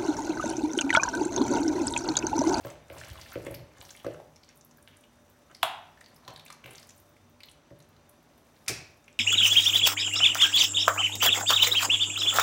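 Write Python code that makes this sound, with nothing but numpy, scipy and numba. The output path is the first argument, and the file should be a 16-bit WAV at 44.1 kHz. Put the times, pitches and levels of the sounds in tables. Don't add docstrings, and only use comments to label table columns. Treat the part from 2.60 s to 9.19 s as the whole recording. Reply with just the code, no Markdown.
import sys
import numpy as np
from scipy import signal
from scipy.fft import rfft, irfft
from scipy.io import wavfile
from numba import njit

SR = 44100
rng = np.random.default_rng(int(sys.argv[2]) if len(sys.argv) > 2 else 0)


def dump(signal):
    limited = np.clip(np.atleast_2d(signal).T, -1, 1)
    pcm = np.round(limited * 32767).astype(np.int16)
    wavfile.write(sys.argv[1], SR, pcm)


def level_to_linear(level):
    exponent = np.asarray(level, float) / 20
    return 10 ** exponent


N = 290619
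TIME = np.arange(N) / SR

# [t/s, effort/dB, thinness of the sauce film/dB]
KNEADING = [(0.0, -57.5, -4), (0.11, -48.5, -9), (0.17, -60.5, -16), (0.27, -65.5, -5), (0.33, -53, -2.5),
            (0.92, -56.5, -5.5), (1.08, -64, -12), (1.25, -60, 2.5), (1.58, -64.5, -4.5), (1.8, -76, 3),
            (2.9, -69, -1), (3.65, -62.5, -8.5), (4.02, -66, -10), (4.06, -54.5, -6), (4.37, -68.5, 1.5),
            (4.99, -69, -14.5), (6.04, -66, -1.5), (6.59, -75, 1)]
# [t/s, peak level/dB,
# f/Hz]
POPS = [(0.0483, -37.5, 900), (0.0685, -35.5, 1120), (0.3661, -44, 890), (0.413, -34.5, 1550),
        (0.5556, -39, 1260), (0.5864, -40.5, 880), (0.6135, -31, 4940), (0.6598, -39, 1800),
        (0.7185, -47, 1670), (0.739, -36, 1700), (0.851, -45, 1020), (0.867, -35.5, 1000),
        (0.9065, -48, 1100), (1.1703, -45.5, 1530), (1.2511, -36, 5550), (1.2925, -37.5, 3500),
        (1.3061, -31, 5830), (1.35, -41, 2080), (1.3713, -39.5, 3060), (1.3987, -40.5, 3100),
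        (1.445, -36, 1130), (1.4634, -45, 980), (1.5439, -39, 1310),
        (1.7607, -39, 5600), (1.8337, -40.5, 4550), (1.89, -39, 5540), (1.895, -51, 1780),
             (2.0103, -47, 6460), (2.111, -45, 5900), (2.1834, -49.5, 1540), (2.4372, -45.5, 3000),
             (2.8986, -49.5, 1300), (2.9118, -43.5, 1380), (2.9484, -33.5, 4640), (4.566, -48.5, 2160),
             (4.8051, -39.5, 2320), (4.8339, -31.5, 4070), (4.886, -38.5, 3140), (5.1054, -51, 1730),
             (5.202, -47.5, 3910), (5.2245, -47, 6220), (5.3652, -49, 4030), (5.9643, -50.5, 3950),
             (6.4428, -47, 6700), (6.48, -38.5, 2400),
        (3.374, -47, 1670), (3.4118, -38, 1850), (3.4417, -64, 1890), (3.461, -42, 4380),
              (3.5627, -44, 5240), (3.6495, -44.5, 4100), (3.6792, -34, 1080), (3.761, -32, 3800),
              (3.7958, -36.5, 3540), (3.8622, -38.5, 2300), (3.8805, -38, 3760), (3.902, -33.5, 1250),
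              (3.926, -33, 5870), (4.15, -38.5, 3630), (4.1814, -33, 4970), (4.2289, -38, 5050),
              (4.2917, -36, 6700),
        (0.0483, -37, 1550), (.1012, -41, 2150), (.447, -35, 5400), (0.576, -39, 3340),
             (.866, -32.5, 1960), (.948, -32, 4740), (1.225, -43.5, 846), (1.464, -33, 1580),
             (1.6, -47, 800), (2.277, -49.5, 1670), (3.442, -42.5, 4300), (3.6785, -30.5, 3820),
             (3.775, -45, 1780), (3.902, -36.5, 4130), (4.042, -37.5, 2770), (4.805, -46, 4500),
             (4.306, -37.5, 6260)]
# [t/s, peak level/dB, f/Hz]
SNAPS = [(0.058, -33, 15000), (0.1016, -35.5, 7300), (0.2828, -50, 7850), (0.327, -43, 13100),
         (0.382, -37, 7660), (0.402, -37, 7200), (0.4467, -38, 7540), (0.4842, -41, 10500),
         (0.5306, -41, 13700), (0.7048, -43, 10200), (0.728, -34, 15500), (0.825, -44, 11100),
         (0.8484, -37, 9500), (0.8652, -38, 10500), (0.9094, -34, 13300), (0.943, -29, 13400),
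         (1.1807, -45, 7140), (1.2044, -39.5, 7200), (1.2241, -41, 13600), (1.286, -45, 9850),
         (1.306, -37, 7450), (1.3637, -38, 10200), (1.5184, -54, 11900), (1.536, -46, 7640),
         (1.7599, -62, 7450), (1.8452, -51, 7700), (1.9565, -44, 13700), (1.972, -41.5, 11100),
              (2.0105, -42.5, 7340), (2.0476, -39, 12700), (2.172, -42, 13200), (2.226, -43, 10000),
              (2.2827, -48, 12000), (2.368, -42, 9500), (2.4089, -47, 9560), (2.7003, -48, 14100),
              (2.9472, -44, 9600), (2.9667, -45.5, 10600), (4.4922, -46, 15600), (4.6962, -52, 14200),
              (4.804, -53, 14200), (4.8333, -45.5, 7750), (4.8554, -43, 15300), (4.8955, -44, 9700),
              (4.914, -40.5, 10600), (5.1881, -48, 11500), (5.2899, -50, 15400), (5.493, -39.5, 11800),
              (5.6272, -53, 14600), (5.7786, -48, 14100), (6.3719, -50, 10900), (6.4582, -55, 10520),
              (6.5276, -48, 7690),
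         (3.408, -40, 8000), (3.483, -51, 11200), (3.5432, -48, 9800), (3.5594, -43, 13800),
               (3.68, -40, 6850), (3.7355, -45, 12600), (3.7599, -52, 7440), (3.7738, -45, 9030),
               (3.7953, -49, 8640), (3.851, -37.5, 12400), (3.862, -39.5, 8500), (3.9017, -41, 8000),
               (3.924, -38.5, 9700), (4.0393, -56, 9750), (4.0617, -39, 15600), (4.108, -35.5, 10000),
               (4.133, -40, 12600), (4.1546, -36.5, 7040), (4.1966, -38, 10100), (4.271, -45, 11200),
               (4.2924, -39, 7000), (4.361, -46, 15000), (4.3775, -43, 10200), (4.3999, -43, 14400)]
# [t/s, level/dB]
FIZZ = [
    (3.026, -39),
    (6.085, -47),
]
# [t/s, peak level/dB, f/Hz]
SEALS = [(.3007, -31.5, 2270), (.4364, -32, 2300), (.4828, -37, 2600), (.5014, -32.5, 5400),
         (.5962, -37, 1790), (.615, -35, 6200), (.622, -38, 2800), (.665, -40, 2000), (.7195, -33.5, 5300),
         (.756, -29, 1960), (.943, -30.5, 2400), (1.2133, -29.5, 3450), (1.6, -39.5, 800),
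         (2.2758, -34.5, 2940), (3.4615, -38.5, 4370), (3.706, -39, 5500), (4.0406, -36, 2190),
         (4.0595, -29.5, 2500), (4.162, -46, 3000), (4.118, -46, 2100), (5.2035, -43, 9000),
         (5.2255, -50, 7500), (5.248, -54, 9300), (6.063, -44, 2300), (6.064, -39, 5800),
         (6.071, -50, 3400), (2.79, -52, 8500), (2.972, -52, 5000)]
# [t/s, length/s, level/dB, f/Hz]
SQUISHES = [(.365, 0.083, -46.5, 2800), (.45, .1, -46.5, 2270), (.6, 0.086, -47.5, 3100),
            (.72, 0.052, -45, 1900), (.86, .03, -50, 2300), (1.45, 0.082, -50, 2170),
            (1.88, 0.06, -56.5, 2500), (2.28, .1, -55.5, 2300), (3.68, 0.044, -50, 3200),
            (4.06, 0.11, -47, 2300), (3.91, .06, -60, 2200), (3.68, .06, -47, 860), (4.05, .08, -53, 574),
            (3.9, .05, -54, 1280), (.38, .03, -48, 6500), (0.68, 0.044, -48, 5600), (2.9, 0.027, -57, 1400)]
# [t/s, peak level/dB, contact/ms, board thump re peak/dB]
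KNOCKS = [(0.05, -25.5, 1.06, -15.5), (0.303, -35, 0.7, -15.5), (0.359, -38, 0.71, -14.5),
          (0.758, -19, 1.61, -20), (0.867, -20.5, 1.73, -26), (0.907, -30.5, 1.53, -10.5),
          (1.2, -45, 1.15, -18), (1.447, -26.5, 1.1, -16), (1.465, -19.5, 1.1, -24),
          (2.907, -44, 1.44, -20), (3.035, -52, 1.9, 0), (3.683, -46, 0.56, -3), (4.046, -36.5, 2, -12),
          (5.111, -32.5, 1.8, -14.5), (6.098, -34, 1.54, -5)]
# [f/Hz, level/dB, t60/s]
BOWL = [(356, -10, 0.11), (398, -5, 0.053), (440, -4.5, 0.053), (507.3, -3, 0.08), (560, -1, 0.085),
        (600, -2.5, 0.095), (666, -14, 0.04), (860, -19, .04), (1000, -28, .03), (1300, -27, 0.033)]
# [f/Hz, level/dB, t60/s]
BOARD = [(128.1, 0.5, 0.13), (150, -4, 0.19), (259.4, -7.5, 0.085)]
# [f/Hz, level/dB, t60/s]
FEET = [(65.6, -2.5, 0.14), (84, 3.5, 0.28), (96, -9, 0.19)]
# [t/s, peak level/dB]
BUMPS = [(.32, -48.5), (0.506, -42.5), (0.582, -52), (1.02, -53), (1.192, -56)]
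# [t/s, level/dB]
LEANING = [
    (0, -48),
    (.08, -74),
    (.21, -54.5),
    (.57, -48.5),
    (1.04, -58),
    (1.4, -75),
    (1.9, -74),
    (6.59, -76),
]
# [t/s, level/dB, f/Hz, ring/cycles]
BOWL_WALL = [(.05, -38, 574, 35), (.303, -41, 536, 12), (.325, -45, 600, 16), (.359, -44, 600, 14),
             (.38, -46, 580, 14), (.758, -25, 462, 7), (.76, -39, 505, 35), (.867, -27, 486, 7),
             (.869, -42, 560, 30), (0.867, -41, 1000, 24), (.907, -32, 565.4, 14), (1.003, -44, 570, 20),
             (1.043, -47, 567, 20), (1.446, -38, 560, 20), (1.465, -29, 498.5, 16), (5.111, -41, 571, 30)]
SMACK_START = 3.028 + np.array([0, 2.5, 2.6, 2.6, 2.6, 2.6, 2.75, 2.9, 3.2, 3.4, 3.9, 4.1, 6.4, 8.8]) / 1000
# [peak level/dB,
# f/Hz, ring/cycles]
SMACK_POCKETS = [(-33, 3800, 26), (0.5, 3200, 6.8), (-15, 12200, 22), (-28, 9500, 13), (-20.5, 12000, 19),
                 (-32.5, 4100, 18), (-9, 2000, 8.5), (-7, 1750, 7.3), (-7.5, 1040, 10.5), (-9.5, 916, 9),
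                 (-12, 736, 16), (-22, 3700, 18), (-40, 2300, 6.7), (-18, 7800, 8.8)]
# [t/s, level/dB, f/Hz, ring/cycles]
WHISTLE = [
    (3.018, -50, 3050, 120),
    (3.0284, -26, 3500, 60),
    (3.0308, -16, 4600, 12),
    (3.0322, -15, 3350, 24),
    (3.0345, -21, 4200, 14),
    (3.0311, -7, 1400, 7),
]
# [t/s, length/ms, peak level/dB, f/Hz]
SPLASHES = [(3.031, 9.1, -21, 9500), (6.0765, 1.96, -33, 1900), (6.081, 2.85, -23, 2420),
            (6.081, 5, -13, 6000), (6.081, 7.6, -15, 8400), (6.080, 9.7, -16, 9200),
            (6.084, 9.7, -28, 3600), (6.0905, 4, -18, 5800), (6.088, 6.16, -28.5, 1570),
            (6.085, 14, -27, 13500), (6.086, 14, -36.5, 740), (6.092, 20.08, -35, 360)]
# [t/s, level/dB, f/Hz, ring/cycles]
GLASS = [(6.082, -42, 2100, 100), (6.082, -37, 2423, 100), (6.083, -34, 2300, 230), (6.083, -34, 2540, 180),
         (6.083, -40, 2636, 200), (6.082, -35, 6200, 300), (6.09, -38, 5600, 250), (6.088, -44, 1450, 80)]
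# [f/Hz, level/dB, width/Hz, t60/s]
CHATTER = [(2500, -46, 200, 0.59), (5550, -50, 300, .35), (6250, -53, 250, .3)]
# [f/Hz, t60/s, level/dB]
ROOM = [(124, 0.56, -19), (530, 0.48, -13), (800, 0.63, -14), (1180, 0.52, -17.5), (1900, 0.58, -16.5),
        (3050, 0.51, -15), (4500, 0.47, -15), (8000, 0.33, -18), (15000, 0.22, -13.5)]
# [delay/ms, level/dB]
ECHOES = [
    (3.8, -12),
    (10.8, -13.5),
    (14, -29),
    (18, -13),
]
# [f/Hz, level per Hz/dB]
AIR = [(15, -42), (25, 9), (65, 1), (186, -3.5), (238, 0.5), (431, -5.5), (581, -7.5), (666, -7),
       (1060, -8), (2380, -18.5), (3680, -21.5), (4330, -23.5), (5830, -22.5), (15100, -38), (16400, -31)]
# [f/Hz, level/dB, width/Hz]
HUM = [(96.1, -73, 3.7), (150.3, -72.5, 17), (239.5, -73, 4.4), (587.8, -72.5, 16), (3650, -83.5, 29),
       (5930, -81.5, 270)]


@njit
def rings(start, hz, t60, size, glide, rise, n, sr):
    out = np.zeros(n)
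    for k in range(len(start)):
        i, z, shut = int(start[k] * sr), size[k] + 0j, 1.
        p = np.exp(2j * np.pi * hz[k] / sr - np.log(1000.) / (t60[k] * sr))
        turn = np.exp(2j * np.pi * hz[k] * glide[k] / (t60[k] * sr * sr))
        opening = np.exp(-hz[k] / (rise * sr))
        for j in range(i, min(n, i + int(t60[k] * sr))):
            out[j] += z.imag * (1 - shut)
            z *= p
            p *= turn
            shut *= opening
    return out


def bubbles(s, db, hz, cycles, glide=0.0255, rise=0.34):
    s, db, hz, cycles, glide = np.broadcast_arrays(*map(np.asarray, (s, db, hz, cycles, glide)))
    hz = np.clip(hz, 50., .4 * SR)
    t60 = np.maximum(cycles, 1) / hz
    return rings(1. * s, hz, t60, level_to_linear(db), 1. * glide, max(rise, .05), N, 1. * SR)


def coloured(points, size=N):
    hz, db = np.transpose(points)
    f = np.maximum(np.fft.rfftfreq(size, 1 / SR), 1)
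    gain = level_to_linear(np.interp(np.log(f), np.log(hz), db))
    x = irfft(rfft(rng.standard_normal(size)) * gain, size)
    return x / x.std()


def line_noise(hz, width, floor_db):
    return coloured([(hz - 2 * width, floor_db), (hz - width / 2, -3), (hz, 0),
                     (hz + width / 2, -3), (hz + 2 * width, floor_db)])


def struck(force, modes):
    t = np.arange(SR // 2) / SR
    body = sum(level_to_linear(db) * np.sin(2 * np.pi * hz * t) * level_to_linear(-60 * t / t60) for hz, db, t60 in modes)
    return signal.fftconvolve(force, body)[:N]


def after(s, db, t60, rise):
    late = np.maximum(TIME[:, None] - s, 0)
    return (level_to_linear(db - 60 * late / t60) * (1 - np.exp(-late / rise))).sum(axis=1)


def pops():
    s, db, hz = np.transpose(POPS)
    chance = rng.random((len(s), 13))
    tick_db = -6.5 - 2.5 * np.log2(hz / 2000) - 4 * chance[:, 12]
    out = bubbles(s, db + 4.0, hz, 13.3, rise=0.78)
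    for k in range(2):
        gulp_s = s + 0.001015 + .004 * chance[:, 8 + k]
        gulp_hz = hz * (0.914 + 0.27 * chance[:, 10 + k])
        out = out + bubbles(gulp_s, db - 2.5, gulp_hz, 13.2, rise=0.44)
    for k in range(4):
        tick_hz = 1500 * 9.34 ** ((k + chance[:, 4 + k]) / 4)
        out = out + bubbles(s + 0.0036 * chance[:, k], db + tick_db, tick_hz, 18.5)
    return out


def snaps():
    s, db, hz = np.transpose(SNAPS)
    chance = rng.random((len(s), 6))
    out = bubbles(s, db + 3.5, hz, 19, rise=2.5)
    for k in range(3):
        out = out + bubbles(s + 0.005 * chance[:, k], db, hz * (0.72 + 0.38 * chance[:, 3 + k]), 13.4)
    return out


def crackle(db, low_hz, high_hz, scatter_db, burst_s, count):
    burst, grain = rng.random((count, 3)), rng.random((count, 6, 3))
    start = (1 - burst[:, :1]) * (N - 1) / SR
    now_db = db[(start * SR).astype(int)]
    force = np.clip((now_db + 80.0) / 24, .15, 1)
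    size_db = now_db + 1.9 * (1 - force) - 8 * grain[..., 0]
    size_db = size_db - force * scatter_db * np.log(burst[:, 1:2] + 0.043)
    hz = low_hz * (high_hz / low_hz) ** burst[:, 2:] * 2.58 ** (grain[..., 1] - .5)
    return bubbles((start + burst_s * grain[..., 2]).ravel(), size_db.ravel(), hz.ravel(), 13.9)


def squelch(effort_db, film_db):
    fizz = after(*np.transpose(FIZZ), t60=0.16, rise=0.00098)
    thin_db = 20 * np.log10(level_to_linear(effort_db + film_db) + fizz)
    low = crackle(effort_db, 825, 6570, 3.46, .006, count=2600)
    return low + crackle(thin_db + 4.5, 6360, 18300, 2.86, .006, count=3600)


def squish():
    s, db, hz = np.transpose(SEALS)
    out = bubbles(s, db + 4, hz * 1.13, 7.1, glide=-0.34, rise=0.29)
    out = out + bubbles(s + 0.00123, db - 3, hz * 0.78, 7.1, glide=-0.34, rise=.3)
    s, length, db, hz = np.transpose(SQUISHES)[..., None]
    chance = rng.random((len(SQUISHES), 40, 3))
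    start = s + length * chance[..., 0] ** 1.3
    size_db = db - 3.43 * np.log(chance[..., 1] + 0.027)
    pocket_hz = hz * 2.62 ** (chance[..., 2] - .5)
    return out + bubbles(start.ravel(), size_db.ravel(), pocket_hz.ravel(), 9.0)


def knocks(effort_db):
    bowl, board = np.zeros(N), np.zeros(N)
    for s, db, ms, thump_db in KNOCKS:
        push = np.sin(np.pi * np.arange(0, 1, 1000 / SR / max(ms, .3)))
        push = push / push.sum()
        i = int(s * SR)
        bowl[i:i + len(push)] -= level_to_linear(db - 12) * push
        board[i:i + len(push)] -= level_to_linear(db + thump_db) * push
    s, db, _, thump_db = np.transpose(KNOCKS)
    board_db, rise_s = db + thump_db, 0.026
    lean = level_to_linear(np.interp(TIME, *np.transpose(LEANING)))
    rub = level_to_linear(effort_db - 3) + after(s, db - 26, 0.45, rise_s)
    flex = lean * level_to_linear(-14.5) + after(s, board_db - 1, 0.45, rise_s)
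    rock = lean + after(s, board_db - 10, 0.61, rise_s)
    grains = (rng.random(N) < 250 / SR) * rng.standard_normal(N)
    bowl = bowl + level_to_linear(-14) * rub * grains
    board = board + level_to_linear(-34) * flex * rng.standard_normal(N)
    feet = level_to_linear(-38.0) * rock * rng.standard_normal(N)
    for s, db in BUMPS:
        feet[int(s * SR)] += level_to_linear(db)
    thin = signal.butter(3, 260, "high", fs=SR, output="sos")
    return signal.sosfilt(thin, struck(bowl, BOWL)) + struck(board, BOARD) + struck(feet, FEET)


def bowl_wall():
    return -bubbles(*np.transpose(BOWL_WALL), glide=0)


def suction_smack():
    pockets = -bubbles(SMACK_START, *np.transpose(SMACK_POCKETS), glide=-0.3, rise=0.55)
    pockets = signal.sosfilt(signal.butter(2, 550, "high", fs=SR, output="sos"), pockets)
    return pockets + bubbles(*np.transpose(WHISTLE), glide=0, rise=1.6)


def slap():
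    out = 0
    for s, ms, db, hz in SPLASHES:
        chance = rng.random((14, 3))
        start = s + ms / 1000 * chance[:, 0]
        out = out + bubbles(start, db - 8 * chance[:, 1], hz * (0.79 + 0.33 * chance[:, 2]), 9.0)
    return out


def dish():
    out = bubbles(*np.transpose(GLASS), glide=0)
    out = out + kitchen(out)
    struck_s = np.array([6.084])
    for hz, db, width, t60 in CHATTER:
        out = out + line_noise(hz, width, -40) * after(struck_s, db, t60, .005)
    return out


def tail():
    t = np.arange(SR) / SR
    f = np.log(np.maximum(np.fft.rfftfreq(SR, 1 / SR), 1))
    noise = rfft(rng.standard_normal(SR))
    centres = np.log([hz for hz, _, _ in ROOM])
    out = 0
    for k, (hz, t60, db) in enumerate(ROOM):
        band = irfft(noise * np.interp(f, centres, np.arange(len(ROOM)) == k), SR)
        out = out + level_to_linear(db - 17.5) * band * level_to_linear(-60 * t / t60)
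    out = out * np.clip(t / 0.0015, 0, 1)
    for ms, db in ECHOES:
        out[int(ms * SR / 1000)] += level_to_linear(db)
    return out


def kitchen(x):
    return signal.fftconvolve(x, tail())[:N]


def fridge():
    out = level_to_linear(-61.5) * coloured(AIR)
    for hz, db, width in HUM:
        out = out + level_to_linear(db) * line_noise(hz, width, -60)
    return out


def scene():
    s, effort, film = np.transpose(KNEADING)
    effort_db, film_db = np.interp(TIME, s, effort), np.interp(TIME, s, film)
    wet = pops() + snaps() + squelch(effort_db, film_db) + squish()
    loud = knocks(effort_db) + bowl_wall()
    smack = suction_smack()
    sideways = level_to_linear(-2.0) * signal.lfilter(*signal.butter(1, 4500, fs=SR), smack)
    reflected = kitchen(level_to_linear(-3) * wet + loud + sideways)
    sprays = slap() + sum(kitchen(slap()) for _ in range(4)) / 2
    return (wet + loud + smack + reflected + sprays + dish() + fridge())[None]


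def roll_off(x):
    return signal.sosfilt(signal.butter(12, 16500, fs=SR, output="sos"), x)


def record(dry):
    dry = signal.sosfilt(signal.butter(5, 55, "high", fs=SR, output="sos"), dry)
    dry = dry + level_to_linear(-8.5) * signal.lfilter(*signal.iirpeak(15000, 3, fs=SR), dry)
    dry = signal.sosfilt(signal.ellip(8, .3, 60, 16100, fs=SR, output="sos"), dry)
    return roll_off(dry)


dry = scene()
out = record(dry)
dump(out)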